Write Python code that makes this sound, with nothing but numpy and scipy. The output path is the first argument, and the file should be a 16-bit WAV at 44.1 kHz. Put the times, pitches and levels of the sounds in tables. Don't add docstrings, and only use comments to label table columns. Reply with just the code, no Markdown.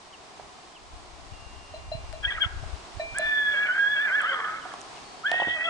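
import sys
import numpy as np
from scipy import signal
from scipy.fft import rfft, irfft, next_fast_len
from scipy.io import wavfile
from scipy.ndimage import uniform_filter1d

SR = 44100
rng = np.random.default_rng(int(sys.argv[2]) if len(sys.argv) > 2 else 0)


def put_to_file(sound):
    columns = np.atleast_2d(sound).T
    safe = np.clip(columns, -1, 1)
    whole_steps = np.round(safe * 32767)
    wavfile.write(sys.argv[1], SR, whole_steps.astype(np.int16))


N = 250929
T = np.arange(N) / SR
FFT_SIZE = next_fast_len(N, real=True)


def undb(db):
    return 10 ** (np.asarray(db) / 20)


def unit(x):
    return x / np.sqrt(np.mean(x ** 2) + 1e-18)


def steady(x):
    return x / np.sqrt(np.abs(uniform_filter1d(x ** 2, size=1100)) + 1e-12)


def curves(table, t=T):
    s, *columns = np.transpose(table)
    return [np.interp(t, s, c) for c in columns]


def over_bins(points):
    hz, value = np.transpose(points)
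    bin_hz = np.arange(FFT_SIZE // 2 + 1) * SR / FFT_SIZE
    return np.interp(np.log(bin_hz + 1), np.log(hz + 1), value)


def shape(x, response):
    return irfft(rfft(x, FFT_SIZE) * response, FFT_SIZE)[..., :N]


def noise(colour):
    return unit(shape(rng.standard_normal(N), undb(over_bins(colour))))


def resonate(x, hz, width_hz):
    return signal.lfilter(*signal.iirpeak(hz, hz / width_hz, fs=SR), x)


def steep(x, hz, width_hz):
    return resonate(resonate(x, hz, width_hz), hz, width_hz)


def band(hz, width_hz, t):
    return unit(steep(rng.standard_normal(len(t)), hz, width_hz))


def walk(cutoff_hz, t=T):
    return unit(signal.lfilter(*signal.butter(2, cutoff_hz, fs=SR), rng.standard_normal(len(t))))


def cycle(hz):
    return 2 * np.pi * np.cumsum(hz) / SR


def bump(s, rise_s, fall_s):
    return np.exp(-np.minimum(((T - s) / np.where(T < s, rise_s, fall_s)) ** 2, 50))


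def add(out, s, sound, pan_db=0):
    i = int(s * SR)
    out[:, i:i + len(sound)] += undb([[pan_db / 2], [-pan_db / 2]]) * sound[:N - i]


def horse(call, jitter, rough_jitter, doubling, rasp_db, fold_db, sideband_db, buzz_db, turbulence_db):
    # f/Hz, width of each of two passes/Hz, relative level/dB
    throat = [(700, 490, -13.5), (1292, 410, -7.5), (1473, 78, -2), (1694, 220, -1.5), (2084, 530, -7.5)]
    nose_hz, nose_width_hz = 3194, 640
    flap_hz, flap_scatter, flap_depth_db = 85.4, 0.2, 5.5

    on, *controls = call
    span = (T >= np.floor(T[on][0])) & (T < np.ceil(T[on][-1]))
    t, out = T[span], np.zeros(N)
    hz, level_db, overtone_db, rough, fold_hz, strength_db = (c[span] for c in controls)
    rough, strength = np.clip(rough, 0, 1), undb(strength_db)

    stumble = .035 * rough * walk(35, t)
    high = cycle(hz * (1 + stumble + (jitter + rough_jitter * rough) * walk(178.0, t)))
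    low = cycle(fold_hz * (1 + .05 * walk(110, t) / np.sqrt(1 + 6 * strength ** 2)))
    whistle_gain = np.sqrt(np.maximum(1 - 0.84 * rough, 0))
    whistle = whistle_gain * np.sin(high) * undb(2.3 * np.sqrt(rough) * walk(93, t))
    whistle = whistle * (1 + doubling * rough * np.sin(low / 2 + 2 * walk(40, t)))

    side_tones = np.sin(high + low) + undb(-7.5 + 4.5 * walk(30, t)) * np.sin(2 * high - low)
    chop = undb(sideband_db + 2.96 * walk(49, t)) * resonate(side_tones, hz=2360, width_hz=1100)
    fold_octave = undb(4.5) * strength ** 4 * np.sin(2 * low)
    folds = strength * (undb(fold_db) * strength * np.sin(low) + chop) + fold_octave

    flap_phase = cycle(flap_hz * (1 + flap_scatter * walk(57, t)))
    flap = steady(undb(flap_depth_db * rough * np.sin(flap_phase)))
    rasp = steady(sum(undb(db) * band(f, w, t) for f, w, db in throat))

    buzz = np.sin(2 * high - low) + np.sin(high + 2 * low) + np.sin(5 * low)
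    buzz = buzz + np.sin(high + 3 * low) * undb(4 * walk(25, t)) / 2
    turbulence = undb(turbulence_db) * rough * band(nose_hz, 1300, t)
    drive = np.sin(2 * high) + undb(buzz_db) * strength * buzz + turbulence
    nose = resonate(steady(steep(drive, nose_hz, nose_width_hz)), nose_hz, nose_width_hz)
    nose = 1.03 * nose * undb((3.0 + 2.0 * rough) * walk(44, t))

    voice = np.sqrt(2) * (whistle + folds) + undb(rasp_db) * rough ** 0.68 * rasp + undb(overtone_db) * nose
    sounding = uniform_filter1d(1. * on[span], size=300)
    out[span] = voice * flap * undb(level_db) * sounding
    return out


def squealing(fold_hz):
    # t/s, whistle f/Hz before smoothing, level/dB, nasal overtone/dB, roughness/0-1, fold strength/dB
    course = [(2.225, 1667, -51.5, 0, .15, -31), (2.243, 1628, -29, -1.5, 0.26, -19),
              (2.258, 1626, -29, -2.5, 0.03, -21), (2.272, 1673, -36, -0.5, 0.23, -22),
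              (2.279, 1924, -32.5, -21, 0.03, -5), (2.298, 1955, -28.5, -21, 0, -21),
              (2.308, 1621, -34.5, 1.5, 0.32, -12), (2.322, 1595, -31, 0.5, 0.28, -7.5),
              (2.333, 1712, -41, -1, 0.32, -14.5), (2.346, 1870, -44, -4, 0.3, -9),
              (2.353, 2002, -31, -9, 0, -12), (2.368, 1692, -41.5, -11, 0.83, -11),
              (2.386, 1223, -29, -15, 0.01, -9), (2.394, 1395, -48, -7.5, 0.32, -24),
              (2.406, 1582, -34.5, -3, 0.1, -12), (2.422, 1668, -31.5, 14.5, 0, -18),
              (2.438, 1470, -28.5, -3, .1, -5), (2.448, 1300, -30, 6, .18, -9.5),
              (2.461, 1340, -43, 7, 0.2, -22)]
    hz, level_db, overtone_db, rough, strength_db = curves(course)
    on = (T > course[0][0]) & (T < course[-1][0])
    return on, uniform_filter1d(hz, size=260), level_db, overtone_db, rough, np.full(N, fold_hz), strength_db


def holding(course, scoop, fold_pitch, shimmer_db):
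    # t/s, pitch drop/share, fall/s, recovery/s, added roughness/0-1, level change/dB
    catches = [(3.214, 0.0037, 0.045, 0.099, 0.15, -9), (3.564, 0.033, 0.027, 0.035, 0.07, -1),
               (3.687, 0.11, 0.011, .07, 0.48, -13), (3.981, 0.061, 0.028, 0.026, 0.14, -2.5),
               (4.104, 0.15, 0.03, 0.041, 0.22, -2), (4.235, 0.28, 0.025, .04, 0.54, -8),
               (4.345, .13, 0.02066, 0.0357, 0.05, 1.5), (4.409, 0.0983, .012, .012, 0.31, 0.5),
               (4.457, 0.092, 0.011, 0.015, 0.1, 3), (5.59, 0.02, 0.02, 0.018, 0.3, -10)]
    scoop_s, onset_db, onset_s = .027, -26, 0.011
    break_lead_s, break_s = 0.01017, 0.015
    dip_s, snap_back_s = 0.012, 0.018
    fold_lead_s, fold_s, fold_lift_db = 0.013, 0.018, 8.5

    held_hz, level_db, overtone_db, rough, strength_db = curves(course)
    age = np.maximum(T - course[0][0], 0)
    hz = held_hz * (1 - scoop * np.exp(-age / scoop_s))
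    level_db = level_db + onset_db * np.exp(-age / onset_s) + shimmer_db * walk(30)
    strain = 0
    for s, drop, fall_s, recovery_s, added_rough, change_db in catches:
        hz = hz * (1 - drop * bump(s, fall_s, recovery_s))
        rough = rough + added_rough * bump(s - break_lead_s, break_s, break_s)
        level_db = level_db + change_db * bump(s - break_lead_s, dip_s, snap_back_s)
        strain = strain + bump(s - fold_lead_s, fold_s, fold_s)
    on = (age > 0) & (T < course[-1][0] + .01)
    return on, hz, level_db, overtone_db, rough, curves(fold_pitch)[0], strength_db + fold_lift_db * strain


def cracks(jitter):
    # t/s, length/s, level/dB, start f/Hz, end f/Hz
    flips = [(3.661, .02, -36, 3130, 2500), (3.666, 0.012, -28.5, 2400, 1760),
             (4.079, 0.027, -27.5, 2214, 1880), (4.241, .013, -21, 1740, 1600)]
    out = np.zeros((2, N))
    for s, length_s, db, start_hz, end_hz in flips:
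        u = np.linspace(0, 1, int(length_s * SR))
        hz = (start_hz + (end_hz - start_hz) * u ** 2) * (1 + jitter * walk(400)[:len(u)])
        add(out, s, undb(db) * np.sin(np.pi * u) * np.sin(cycle(hz)))
    return out


def bell():
    # f/Hz, t60/s, relative level struck on front wall/dB, on back wall/dB
    modes = [(635, .11, 0, -1), (664, .22, -8, -7), (1809, .12, -33, -12), (2385, 1.6, -29, -17),
             (2750, .2, -15, -30), (3957, .18, -26, -17), (4064, .18, -9, -25)]
    # t/s, level/dB, wall/0 front - 1 back
    blows = [(1.738, -29, 0.2), (1.916, -21.5, 0.059), (2.133, -29, 0.66), (2.996, -19, 1),
             (3.193, -19.5, 0.6)]
    out, t = np.zeros((2, N)), T[:SR]
    for s, db, wall in blows:
        ring = 0
        for hz, t60, front_db, back_db in modes:
            mode_db = front_db + wall * (back_db - front_db)
            ring = ring + undb(mode_db - 60 * t / t60) * np.sin(2 * np.pi * hz * t)
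        add(out, s, undb(db) * ring * (1 - np.exp(-t / 0.0049)))
    return out


def ports(x):
    # f/Hz, left minus right/dB
    balance = [(600, -1.5), (1100, -1), (1700, -1), (1950, -5.5), (2220, -6), (2400, 1), (2700, 3.5),
               (3300, 12.5), (4100, 10), (6000, 1.5)]
    # f/Hz, lead of left/rad
    lead = [(100, .1), (640, 0.31), (1250, 0.46), (1700, 0.88), (1900, 1.1), (2400, 2.66), (2820, 3.35),
            (4000, 4.8)]
    half = undb(over_bins(balance) / 2)
    left, right = np.array([half, 1 / half]) / np.sqrt((half ** 2 + half ** -2) / 2)
    return shape(x, np.array([left, right * np.exp(-1j * over_bins(lead))]))


def hooves(grit_db, turf_hz):
    # t/s, level before the turf filter/dB, f/Hz, t60/s
    knocks = [(.397, -26, 730, 0.015), (2.636, -34, 639, 0.039), (4.655, -26, 740, 0.025),
              (4.738, -22.5, 1115, 0.017), (5.316, -19, 702, 0.04), (5.341, -20, 683, 0.028),
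              (5.399, -23.5, 710, 0.066), (5.4195, -10, 800, 0.017), (5.425, -16, 690, 0.018),
              (5.472, -22.5, 285.4, 0.013), (5.482, -17, 574, 0.0064), (5.484, -47, 92, 0.25)]
    out, t = np.zeros((2, N)), T[:SR // 5]
    for s, db, hz, t60 in knocks:
        overtone = undb(-7.0 - 60 * t / t60) * np.sin(2 * np.pi * 1.1 * hz * t)
        knock = np.sin(2 * np.pi * hz * t) + overtone
        soil = band(920, 560, t)
        hit = undb(db - 60 * t / t60) * (knock + undb(grit_db) * soil)
        add(out, s, hit * (1 - np.exp(-t / 0.00058)), pan_db=-4.5)
    return signal.sosfilt(signal.butter(2, [70, turf_hz], "band", fs=SR, output="sos"), out)


def snaps(t60):
    # t/s, relative level/dB, f/Hz, left minus right/dB
    stalks = [(2.128, -21, 1990, 20.5), (3.185, -11, 8000, -9.5), (4.217, -25, 8000, -1),
              (4.738, -22, 3040, -11), (4.809, -29.5, 7700, -6), (4.815, -24, 5300, -13),
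              (5.316, -10.5, 2750, 5.5)]
    out, t = np.zeros((2, N)), T[:SR // 20]
    for s, db, hz, pan_db in stalks:
        crack = unit(resonate(rng.standard_normal(len(t)), hz, 0.13 * hz))
        add(out, s, undb(db - 60 * t / t60) * crack / 2, pan_db)
    return out


def bird(length_s):
    # t/s, level/dB, start f/Hz, end f/Hz
    chirps = [(0.123, -45.5, 3370, 2520), (.748, -47.5, 3440, 2430), (4.604, -48, 3310, 2790),
              (4.956, -48, 3310, 2370)]
    out, u = np.zeros((2, N)), np.linspace(0, 1, int(length_s * SR))
    for s, db, start_hz, end_hz in chirps:
        phase = cycle(start_hz * (end_hz / start_hz) ** u)
        add(out, s, undb(db) * np.sin(np.pi * u) * np.sin(phase))
    return out


def slope(x, t60, forest_db, dull_hz):
    ground_db = -25
    t, out = T[:SR], []
    for channel in x:
        dull = signal.butter(4, dull_hz, fs=SR, output="sos")
        scatter = signal.sosfilt(dull, rng.standard_normal(SR))
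        ground = unit(scatter * undb(-60 * t / 0.088) * (t > .003))
        forest = unit(scatter * undb(-60 * t / t60) * (1 - np.exp(-t / 0.0011)))
        echo = (undb(ground_db) * ground + undb(forest_db) * forest) / np.sqrt(SR)
        out.append(signal.fftconvolve(channel, echo)[:N])
    return np.array(out)


def far_bells():
    # t/s, level/dB, f/Hz, t60/s
    strokes = [(1.327, -54, 2790, 8.8), (5.039, -53.5, 4410, 1.2)]
    out, t = np.zeros((2, N)), T[:2 * SR]
    for s, db, hz, t60 in strokes:
        add(out, s, undb(db - 60 * t / t60) * np.sin(2 * np.pi * hz * t) * (1 - np.exp(-t / 0.0034)))
    return out


def wind(rumble_db, flutter_db):
    # f/Hz, relative level/dB
    colour = [(12, -24), (20, 2), (43, 5), (68, 4), (103, -6.5), (221, -27), (260, -41.5), (340, -92),
              (570, -120)]
    # t/s, level before rumble_db/dB, 1/e half length/s, left minus right/dB
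    gusts = [(0.446, -54, 0.045, -5), (0.954, -49, 0.12, 8.5), (1.12, -60, 0.059, 15),
             (1.42, -45, 0.35, 10), (1.925, -40, 0.17, -0.5), (2.274, -41, 0.27, 12),
             (2.644, -34.5, 0.11, 13), (3.088, -50.5, 0.32, -19.5)]
    # t/s, level/dB, f/Hz, port/0 left - 1 right
    eddies = [(0.94, -33, 67, 1), (1.324, -26, 82.5, 0), (1.953, -21, 115, 1), (2.276, -21, 59.6, 0),
              (2.464, -17.5, 79.1, 1), (2.635, -20, 65.5, 0), (2.974, -22.5, 77, 1), (3.133, -33, 75, 1)]
    force = undb(-61.5)
    for s, db, half_s, pan_db in gusts:
        force = force + undb([[db + pan_db / 2], [db - pan_db / 2]]) * bump(s, half_s, half_s)
    out = np.array([noise(colour) * port * undb(rumble_db + flutter_db * walk(33.0)) for port in force])
    for s, db, hz, port in eddies:
        cycles = (T - s) * hz
        out[int(round(port))] += undb(db) * np.sin(2 * np.pi * cycles) * np.exp(-np.abs(cycles) / 0.41)
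    return out


def air():
    # f/Hz, relative level/dB
    spectrum = [(40, -19.5), (130, -6.5), (220, -7), (400, -2.5), (520, -8.5), (720, 1.5), (900, -3),
                (1060, -0.5), (1450, -9), (3000, -11.5), (5000, -12.5), (7200, -18.5), (8400, -20),
                (10800, -32)]
    # t/s, level before a slow random sway/dB
    course = [(0, -48.5), (2.2, -47.5), (2.8, -45), (4.4, -45.5), (4.8, -44), (5.68, -45)]
    likeness = over_bins([(150, 0.27), (600, 0.63), (1200, 0.072), (2500, 0.1), (5000, 0.068), (8000, 0.39)])
    mid = shape(noise(spectrum), np.sqrt((1 + likeness) / 2))
    side = shape(noise(spectrum), np.sqrt((1 - likeness) / 2))
    sway_db = .5 * walk(3)
    return np.array([mid + side, mid - side]) * undb(curves(course)[0] + sway_db)


def scene():
    # t/s, whistle f/Hz, level/dB, nasal overtone/dB, roughness/0-1, fold strength/dB
    whinny_course = [(3.14, 1797, -29, -14, 0.12, -17), (3.29, 1759, -25.5, -12, 0.04, -17),
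                     (3.48, 1696, -24.5, -10, 0.04, -28.5), (3.53, 1705, -27, -12.5, 0.09, -16),
                     (3.66, 1673, -24, -21, 0.11, -14.5), (3.695, 1646, -17, -20, 0.01, -26.5),
                     (3.72, 1646, -27, -14, 0.1, -28.5), (3.77, 1631, -28.5, -21, 0.39, -16),
                     (3.8, 1630, -22.5, -17, 0, -23), (3.86, 1641, -23.5, -16.5, 0.07, -42),
                     (3.93, 1716, -26.5, -8.5, 0.02, -18.5), (4.03, 1745, -26.5, -13.5, 0.13, -15.5),
                     (4.11, 1745, -24, -25, 0.15, -19.5), (4.145, 1745, -23, -13, 0.17, -21.5),
                     (4.178, 1744, -24.5, -29, .08, -11), (4.2, 1720, -26, -14.5, 0.18, -18),
                     (4.3, 1603, -26, -7, 0.22, -11), (4.39, 1290, -33.5, -15, 0.53, -14),
                     (4.48, 1292, -31, -17.5, 0.37, -20), (4.57, 1275, -37, -18, 0.39, -12),
                     (4.63, 1259, -46, -13, 0.71, -18), (4.73, 1209, -44, -10, .8, -27)]
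    answer_course = [(5.234, 1833, -20.5, -43, 0.1, -34), (5.268, 1837, -24, -6, 0.04, -30),
                     (5.29, 1848, -27, -16, 0.2, -12), (5.41, 1895, -27, -10.5, 0.16, -9.5),
                     (5.47, 1887, -28.5, -14.5, 0.24, -15), (5.515, 1920, -28, -8.5, 0.13, -14.5),
                     (5.55, 1936, -28.5, -13.5, 0.059, -9), (5.61, 1911, -26, -33, 0.31, -13.5),
                     (5.66, 1993, -30.5, -0.5, 0.18, -3.5), (5.688, 1975, -33.5, -16.5, 0.09, 0)]
    # t/s, f/Hz
    whinny_fold = [(3.28, 690), (3.53, 600), (4.08, 620), (4.18, 570), (4.33, 550), (4.39, 455)]
    answer_fold = [(5.3, 687.5), (5.37, 750), (5.49, 738.7), (5.57, 638.7), (5.64, 662)]

    squeal = horse(squealing(fold_hz=665.0),
                   jitter=0.004, rough_jitter=0.061, doubling=1.0, rasp_db=0.0,
                   fold_db=-5, sideband_db=2, buzz_db=1.0, turbulence_db=1.5)
    whinny = horse(holding(whinny_course, scoop=0.24, fold_pitch=whinny_fold, shimmer_db=1.18),
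                   jitter=0.0027, rough_jitter=0.0403, doubling=0.78, rasp_db=0,
                   fold_db=-2.5, sideband_db=-1, buzz_db=-7.0, turbulence_db=0.5)
    answer = horse(holding(answer_course, scoop=0.36, fold_pitch=answer_fold, shimmer_db=1.04),
                   jitter=0.0026, rough_jitter=0.014, doubling=0.82, rasp_db=-6.5,
                   fold_db=0, sideband_db=-0.5, buzz_db=6.5, turbulence_db=15.5)
    near = ports(squeal + whinny + answer + cracks(jitter=0.059) + bell())
    near = near + hooves(grit_db=-8.5, turf_hz=1400) + snaps(t60=0.0044) + bird(length_s=0.037)
    echo = slope(near, t60=0.98, forest_db=-19.5, dull_hz=2070)
    return near + echo + far_bells() + wind(rumble_db=-5.5, flutter_db=3.5) + air()


def record(dry):
    top_hz = 10900
    return signal.sosfilt(signal.ellip(10, .2, 80, top_hz, fs=SR, output="sos"), dry)


dry = scene()
out = record(dry)
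put_to_file(out)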